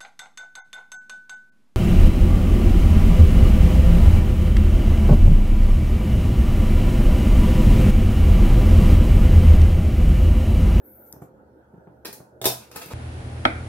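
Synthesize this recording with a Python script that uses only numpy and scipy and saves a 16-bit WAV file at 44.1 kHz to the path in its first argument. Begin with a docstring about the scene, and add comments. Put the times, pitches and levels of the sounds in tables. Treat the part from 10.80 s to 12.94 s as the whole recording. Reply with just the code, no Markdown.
"""A quiet kitchen: a hand slides off a chair with a thin hiss and a tick, soft steps thud on the floor,
the release button of a microwave oven clicks, the latch clunks and the steel door swings open, rattling.
Blows are noise bursts with fading sine tones, rubbing is filtered noise, steps are low fading tones.
The hard-walled room rings after every blow; two close microphone ports hear it over room tone and hum."""
import sys
import numpy as np
from scipy import signal
from scipy.fft import rfft, irfft
from scipy.io import wavfile
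from scipy.ndimage import uniform_filter1d

SR = 44100
rng = np.random.default_rng(int(sys.argv[2]) if len(sys.argv) > 2 else 0)


def invert_db(x):
    """Field ratio 10**(x/20) for x, a level in decibels (scalar or array-like)."""
    u = np.asarray(x, float) / 20
    return 10 ** u


def to_wav(s):
    """Save 16-bit WAV."""
    ch = np.atleast_2d(s).T  # columns
    pcm = np.round(np.clip(ch, -1, 1) * 32767)  # PCM
    wavfile.write(sys.argv[1], SR, pcm.astype(np.int16))


N = 94197  # length in samples

# Blows of the button, the latch and the swinging door:
# (time [s], crack [dB], brightness [dB per octave], ring [dB], decay time of the burst [s])
BUTTON_BLOWS = [(1.2486, -32, -1, -47, 0.0058), (1.2531, -24, 0, -42.5, 0.0031),
                (1.3271, -31, 5, -54, 0.0054)]
LATCH_BLOWS = [(1.6148, -27, 1, -38, 0.0043), (1.641, -24, -0.5, -34, 0.013),
               (1.6549, -8.5, 3, -24.5, 0.0032), (1.664, -17, 4.5, -33.5, 0.0043),
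               (1.699, -36.5, -3, -41, .005)]
DOOR_BLOWS = [(1.913, -42.5, -2, -57, 0.0058), (1.959, -24.5, 2.5, -33.5, 0.0046),
              (2.014, -37, -2, -43.5, 0.015), (2.059, -35, 9, -65, 0.0041),
              (2.104, -39.5, -3.5, -41, 0.026)]
# Tones at which each part rings: (frequency [Hz], relative level [dB], time to fall 60 dB [s])
BUTTON_MODES = [(222, -9, 0.11), (303, 0, 0.11), (383, 3, 0.095), (475, -5.5, 0.11), (860, 3, 0.051),
                (1150, -9, 0.034), (1336, -7, 0.028), (1605, 0.5, 0.034), (1827, -6.5, 0.076),
                (2560, -17, .05), (2700, -20, 0.056)]
CABINET_MODES = [(123.8, -9.5, 0.31), (182, -12, 0.05), (246, -16, 0.14), (311, -5.5, 0.079),
                 (388, -2, 0.087), (451.4, 0.5, 0.054), (540, 0.5, 0.04), (660.5, -6, 0.15),
                 (719, -10.5, 0.17), (814, -3.5, 0.057), (1010, -4.5, 0.043), (1270, -14, 0.053),
                 (3640, 9.5, 0.0085)]
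DOOR_MODES = [(181, -9.5, 0.096), (310, -17.5, 0.084), (456, -2.5, 0.11), (640, -19, 0.1), (878, -3, 0.097),
              (1037, -6, 0.041), (1270, -2.5, 0.065), (1470, -7.5, 0.037), (1777, -3, 0.036),
              (2650, -12, 0.061)]
# Colour of plastic on steel: (frequency [Hz], relative level [dB])
CRACK_COLOUR = [(180, -12), (400, -3), (900, -4.5), (2000, -8), (2600, -2), (3100, -9.5), (3700, -5.5),
                (8000, -9), (12000, -6), (14000, -7.5), (16000, -10)]
# Rubbing of the hinge: (time [s], level [dB])
HINGE_LEVEL = [(1.8, -49), (1.9, -68.5), (1.96, -47), (2.05, -54.5), (2.14, -49.5)]
# Soft steps and bumps: (time [s], level [dB], pitch [Hz], scuff relative to the thud's level [dB])
STEP_THUDS = [(0.333, -39, 152, -6.5), (.361, -40.5, 145, -11), (0.4178, -28, 151.6, -12.5),
              (0.938, -35.5, 170, -16), (.978, -36, 166, -21), (1.0709, -34.5, 168, -11.5),
              (1.284, -34, 207, -9), (1.401, -34.5, 159, -8), (2.06, -35, 159, -24), (2.089, -40, 182, -14),
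              (2.11, -35, 257, -14)]
# Hand sliding over the chair, and sleeve brushing, before the gain of each port: (time [s], level [dB])
SLIDE_LEVEL = [(0, -82), (.034, -67.5), (.056, -54.5), (.31, -56), (.34, -57), (.37, -61), (.41, -74)]
BRUSH_LEVEL = [(.24, -86), (.27, -64.5), (.32, -79), (.4, -106), (.42, -60.5), (.46, -67.5), (.52, -91.5)]
# Colours of the sliding hand, the sleeve and the tick: (frequency [Hz], relative level [dB])
SLIDE_SPECTRUM = [(1700, -38), (2200, -18), (2700, -47), (7000, -38), (8800, -24), (10300, -22.5),
                  (11900, -7.5), (14200, 0.5), (15700, -21), (16500, -60)]
BRUSH_SPECTRUM = [(2500, -25), (3500, -10), (5000, -7), (7000, 4.5), (10000, 1), (13000, 13.5),
                  (15500, -25), (16500, -42)]
TICK_SPECTRUM = [(1500, -20), (4800, -19), (6500, 0), (8200, -15), (12500, 0), (16000, -28)]
# Appliance hum: (frequency [Hz], level [dB], bandwidth of the wavering [Hz])
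HUM_BANDS = [(74, -63.5, 1.5), (123.1, -63.5, 11), (213, -66, 5.4), (521, -65, 2.8)]
# Colour of the room tone: (frequency [Hz], relative level [dB])
AIR_SPECTRUM = [(25, 4), (55, -5.5), (95, -24), (160, -15), (270, -0.5), (470, -2.5), (560, -3.5),
                (700, -8), (900, -7), (1100, -25.5), (1450, -11.5), (1750, -24), (2200, -40.5),
                (8000, -46.5), (15000, -43.5), (16500, -64)]
# Likeness of the room tone at the two ports: (frequency [Hz], likeness [-1 to 1])
AIR_LIKENESS = [(60, 0.53), (180, 1), (550, 0.55), (1650, -0.29), (4970, -0.38), (15000, 0.24)]
# Balance of the room tone: (frequency [Hz], left minus right [dB])
AIR_LEAN = [(60, -1.5), (240, -3), (950, -2), (3770, 2), (15000, -1)]
# How fast the room dies away: (frequency [Hz], time to fall 60 dB [s])
ROOM_T60 = [(100, 0.78), (300, 0.2), (1000, 0.35), (3000, 0.29), (8000, 0.32), (14000, 0.24)]
# Colour of the room's tail: (frequency [Hz], relative level [dB])
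TAIL_COLOUR = [(60, -26.5), (200, -2), (500, -0.5), (1000, 0.5), (4000, 2.5), (14000, 2)]
# Likeness of the room's tail at the two ports: (frequency [Hz], likeness [-1 to 1])
TAIL_LIKENESS = [(100, 0.92), (300, 0.93), (600, 0.062), (2000, 0.21), (12000, 0.039)]
# The ports face the oven unevenly: (frequency [Hz], left minus right [dB])
PORT_LEAN = [(60, -5.5), (180, 1.5), (550, -4.5), (1650, 1), (4970, -1), (15000, 3.5)]

OVEN_WET_DB, FLOOR_WET_DB, TICK_WET_DB = 3, 1.5, -13  # room tail against direct sound


def evened(x):
    """Scales to an average strength (rms) of 1."""
    return x / np.sqrt(np.mean(x ** 2) + 1e-20)


def read(points, hz):
    """Reads a table in between its points, over log frequency."""
    f, value = np.transpose(points)
    return np.interp(np.log(hz + 1), np.log(f + 1), value)


def level(points):
    """Turns a dB curve over time into gain, practically silent outside it."""
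    s, db = np.transpose(points)
    return invert_db(np.interp(np.arange(N) / SR, s, db, left=-150, right=-150))


def add(mix, s, sound):
    """Mixes a sound in at a time in seconds."""
    part = mix[round(s * SR):][:len(sound)]
    part += sound[:len(part)]


def coloured(x, points, tilt_db=0.):
    """Filters by a spectrum and a tilt in dB per octave about 4 kHz."""
    hz = np.fft.rfftfreq(2 * len(x), 1 / SR)
    gain = invert_db(read(points, hz) + tilt_db * np.log2((hz + 50) / 4000))
    return irfft(rfft(x, 2 * len(x)) * gain)[:len(x)]


def pair(frames, size, likeness, lean):
    """Random short-time spectra for two ports, alike by a set share at each frequency."""
    hz = np.fft.rfftfreq(size, 1 / SR)
    a, b, c, d = rng.standard_normal((frames, len(hz), 4)).T
    same = np.clip(read(likeness, hz), -1, 1)[:, None]
    half_lean = invert_db(read(lean, hz) / 2)[:, None]
    shared, other = a + 1j * b, c + 1j * d
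    right = same * shared + np.sqrt(1 - same ** 2) * other
    return hz, np.array([half_lean * shared, right / half_lean])


def room(x, wet_db):
    """Direct sound plus a dense tail of echoes, each band dying at its own speed."""
    frames, hop, port_delay = 300, 128, 4  # the last two in samples
    hz, z = pair(frames, 512, TAIL_LIKENESS, PORT_LEAN)
    t = np.arange(frames) * hop / SR
    fade_db = read(TAIL_COLOUR, hz)[:, None] - 60 * t / read(ROOM_T60, hz)[:, None]
    tail = signal.istft(z * invert_db(fade_db), nperseg=512, noverlap=512 - hop)[1]
    # the tail starts just after the direct sound
    tail = tail * np.clip(np.arange(tail.shape[1]) / SR / 0.00051 - .3, 0, 1)
    tail = tail / np.sqrt((tail ** 2).sum(1).mean())
    wet = signal.fftconvolve(x[None], tail, axes=1)[:, :N]
    left = coloured(x, [(f, db / 2) for f, db in PORT_LEAN])
    right = coloured(x, [(f, -db / 2) for f, db in PORT_LEAN])
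    return np.array([left, np.roll(right, port_delay)]) + invert_db(wet_db) * wet


def crack_noise(t, length, tilt_db):
    """Tiny contacts: noise whose strength jumps every 40 samples, in a short fading burst."""
    noise = rng.standard_normal(len(t))
    jumps_db = 3.65 * rng.standard_normal(len(t) // 40 + 1).repeat(40)[:len(t)]
    burst = np.minimum(t / 0.0012, 1) * np.exp(-t / length)
    return evened(coloured(noise * invert_db(jumps_db), CRACK_COLOUR, tilt_db)) * burst


def ringing(t, length, modes):
    """A struck body rings at its own tones; each is a close pair that beats, varied by chance."""
    split = 0.014  # typical pitch gap of a pair, as a share of the pitch
    body = 0
    for hz, db, t60 in modes:
        a, b, c = rng.standard_normal(3)
        first = np.sin(2 * np.pi * hz * t + 1.35 * b)
        second = 0.84 * np.sin(2 * np.pi * hz * (1 + split * c) * t + 1.15 * a)
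        body = body + invert_db(db + 1.65 * a - 60 * t / t60) * (first + second)
    swell = 1 - np.exp(-t / (0.14 * length))
    return swell * body


def blow(modes, crack_db, tilt_db, ring_db, length):
    """A bright crack of tiny contacts together with the ringing of the struck body."""
    t = np.arange(round(.4 * SR)) / SR
    crack = crack_noise(t, length, tilt_db)
    return invert_db(crack_db) * crack + invert_db(ring_db) * ringing(t, length, modes)


def struck(modes, blows):
    """Plays a list of blows; each meets the room from a slightly other spot, with a new tail."""
    out = 0
    for s, *rest in blows:
        dry = np.zeros(N)
        add(dry, s, blow(modes, *rest))
        out = out + room(dry, OVEN_WET_DB)
    return out


def hinge():
    """Rough rubbing: noise of slightly uneven strength, swelling and fading in the room."""
    noise = rng.standard_normal(N)
    rough_db = 0.6 * evened(uniform_filter1d(rng.standard_normal(N), 150))
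    rub = evened(coloured(noise * invert_db(rough_db), CRACK_COLOUR, -3.1))
    return room(level(HINGE_LEVEL) * rub, OVEN_WET_DB)


def oven():
    """The release button, the latch on the cabinet, the knocking door and its hinge."""
    button = struck(BUTTON_MODES, BUTTON_BLOWS)
    latch = struck(CABINET_MODES, LATCH_BLOWS)
    door = struck(DOOR_MODES, DOOR_BLOWS)
    return button + latch + door + hinge()


def steps():
    """Low pushes on the floor: two fading tones about an octave apart, with a faint scuff of noise."""
    thud_t60 = 0.056  # seconds to fall 60 dB
    scuff_colour = [(200, -35), (600, 20.5), (2000, -7), (5000, -35)]  # (frequency [Hz], level [dB])
    dry, t = np.zeros(N), np.arange(round(.1 * SR)) / SR
    for s, db, hz, scuff_db in STEP_THUDS:
        push = np.sin(2 * np.pi * hz * t) + .5 * np.sin(2 * np.pi * 2.008 * hz * t)
        scuff = invert_db(scuff_db) * evened(coloured(rng.standard_normal(len(t)), scuff_colour))
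        fade = invert_db(db - 60 * t / thud_t60) * np.minimum(t / .002, 1)
        add(dry, s, fade * (scuff - push))
    return room(dry, FLOOR_WET_DB)


def finger_tick():
    """The finger snaps free: a very short burst of coloured noise."""
    start_s, tick_db, rise_s = .326, -29, 0.00044
    t, dry = np.arange(1000) / SR, np.zeros(N)
    shape = np.e * t / rise_s * np.exp(-t / rise_s)  # peaks at 1 after rise_s
    noise = evened(coloured(rng.standard_normal(len(t)), TICK_SPECTRUM))
    add(dry, start_s, invert_db(tick_db) * shape * noise)
    return dry


def hand():
    """Fine skin friction and a brushing sleeve, as separate noise at each port, plus the tick."""
    tick = finger_tick()
    rub = []
    for noise in rng.standard_normal((2, N)):
        skin = level(SLIDE_LEVEL) * evened(coloured(noise, SLIDE_SPECTRUM))
        sleeve = level(BRUSH_LEVEL) * evened(coloured(noise[::-1], BRUSH_SPECTRUM))
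        rub.append(skin + sleeve)
    port_gain = invert_db([[3.5], [1.5]])  # from dB: left, right
    return np.array(rub) * port_gain + room(tick, TICK_WET_DB)


def air():
    """Room tone: coloured noise whose strength is patchy over time and frequency."""
    air_db, patch_db = -53.5, 3.0
    frames = N // 256 + 5
    hz, z = pair(frames, 1024, AIR_LIKENESS, AIR_LEAN)
    patches = rng.standard_normal((frames, len(hz))).T
    patches = uniform_filter1d(patches, 8, 0)  # smooth over frequency
    patches = evened(uniform_filter1d(patches, 12, 1))  # smooth over time
    spectra = z * invert_db(read(AIR_SPECTRUM, hz)[:, None] + patch_db * patches)
    tone = signal.istft(spectra, nperseg=1024, noverlap=768)[1][:, :N]
    return invert_db(air_db) * evened(tone)


def hum():
    """Appliance hum: each tone is a steady part plus a part that wavers slowly by chance."""
    t, out = np.arange(N) / SR, 0
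    for hz, db, width in HUM_BANDS:
        r = np.exp(-np.pi * width / SR)
        slow = signal.lfilter([1], [1, -r], [1, 1j] @ rng.standard_normal((2, N)))
        tone = (np.exp(2j * np.pi * hz * t) * (0.98 + slow / np.std(slow))).real
        out = out + invert_db(db) * evened(tone)
    return out


def scene():
    """All sources at the two ports."""
    return oven() + steps() + hand() + air() + hum()


def band_limit(x):
    """A steep low-pass at the top of the band."""
    return signal.sosfilt(signal.butter(12, 16820, fs=SR, output="sos"), x)


def record(dry):
    """The microphone loses the deep bass, and a steep filter cuts the highest treble."""
    mic_low_hz, edge_hz = 58.6, 15850
    high_pass = signal.butter(4, mic_low_hz, "high", fs=SR, output="sos")
    thin = signal.sosfilt(high_pass, dry)
    low_pass = signal.firwin(511, edge_hz, window=("kaiser", 6), fs=SR)
    cut = signal.oaconvolve(thin, low_pass[None], "same")
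    return band_limit(cut)


dry = scene()
out = record(dry)
to_wav(out)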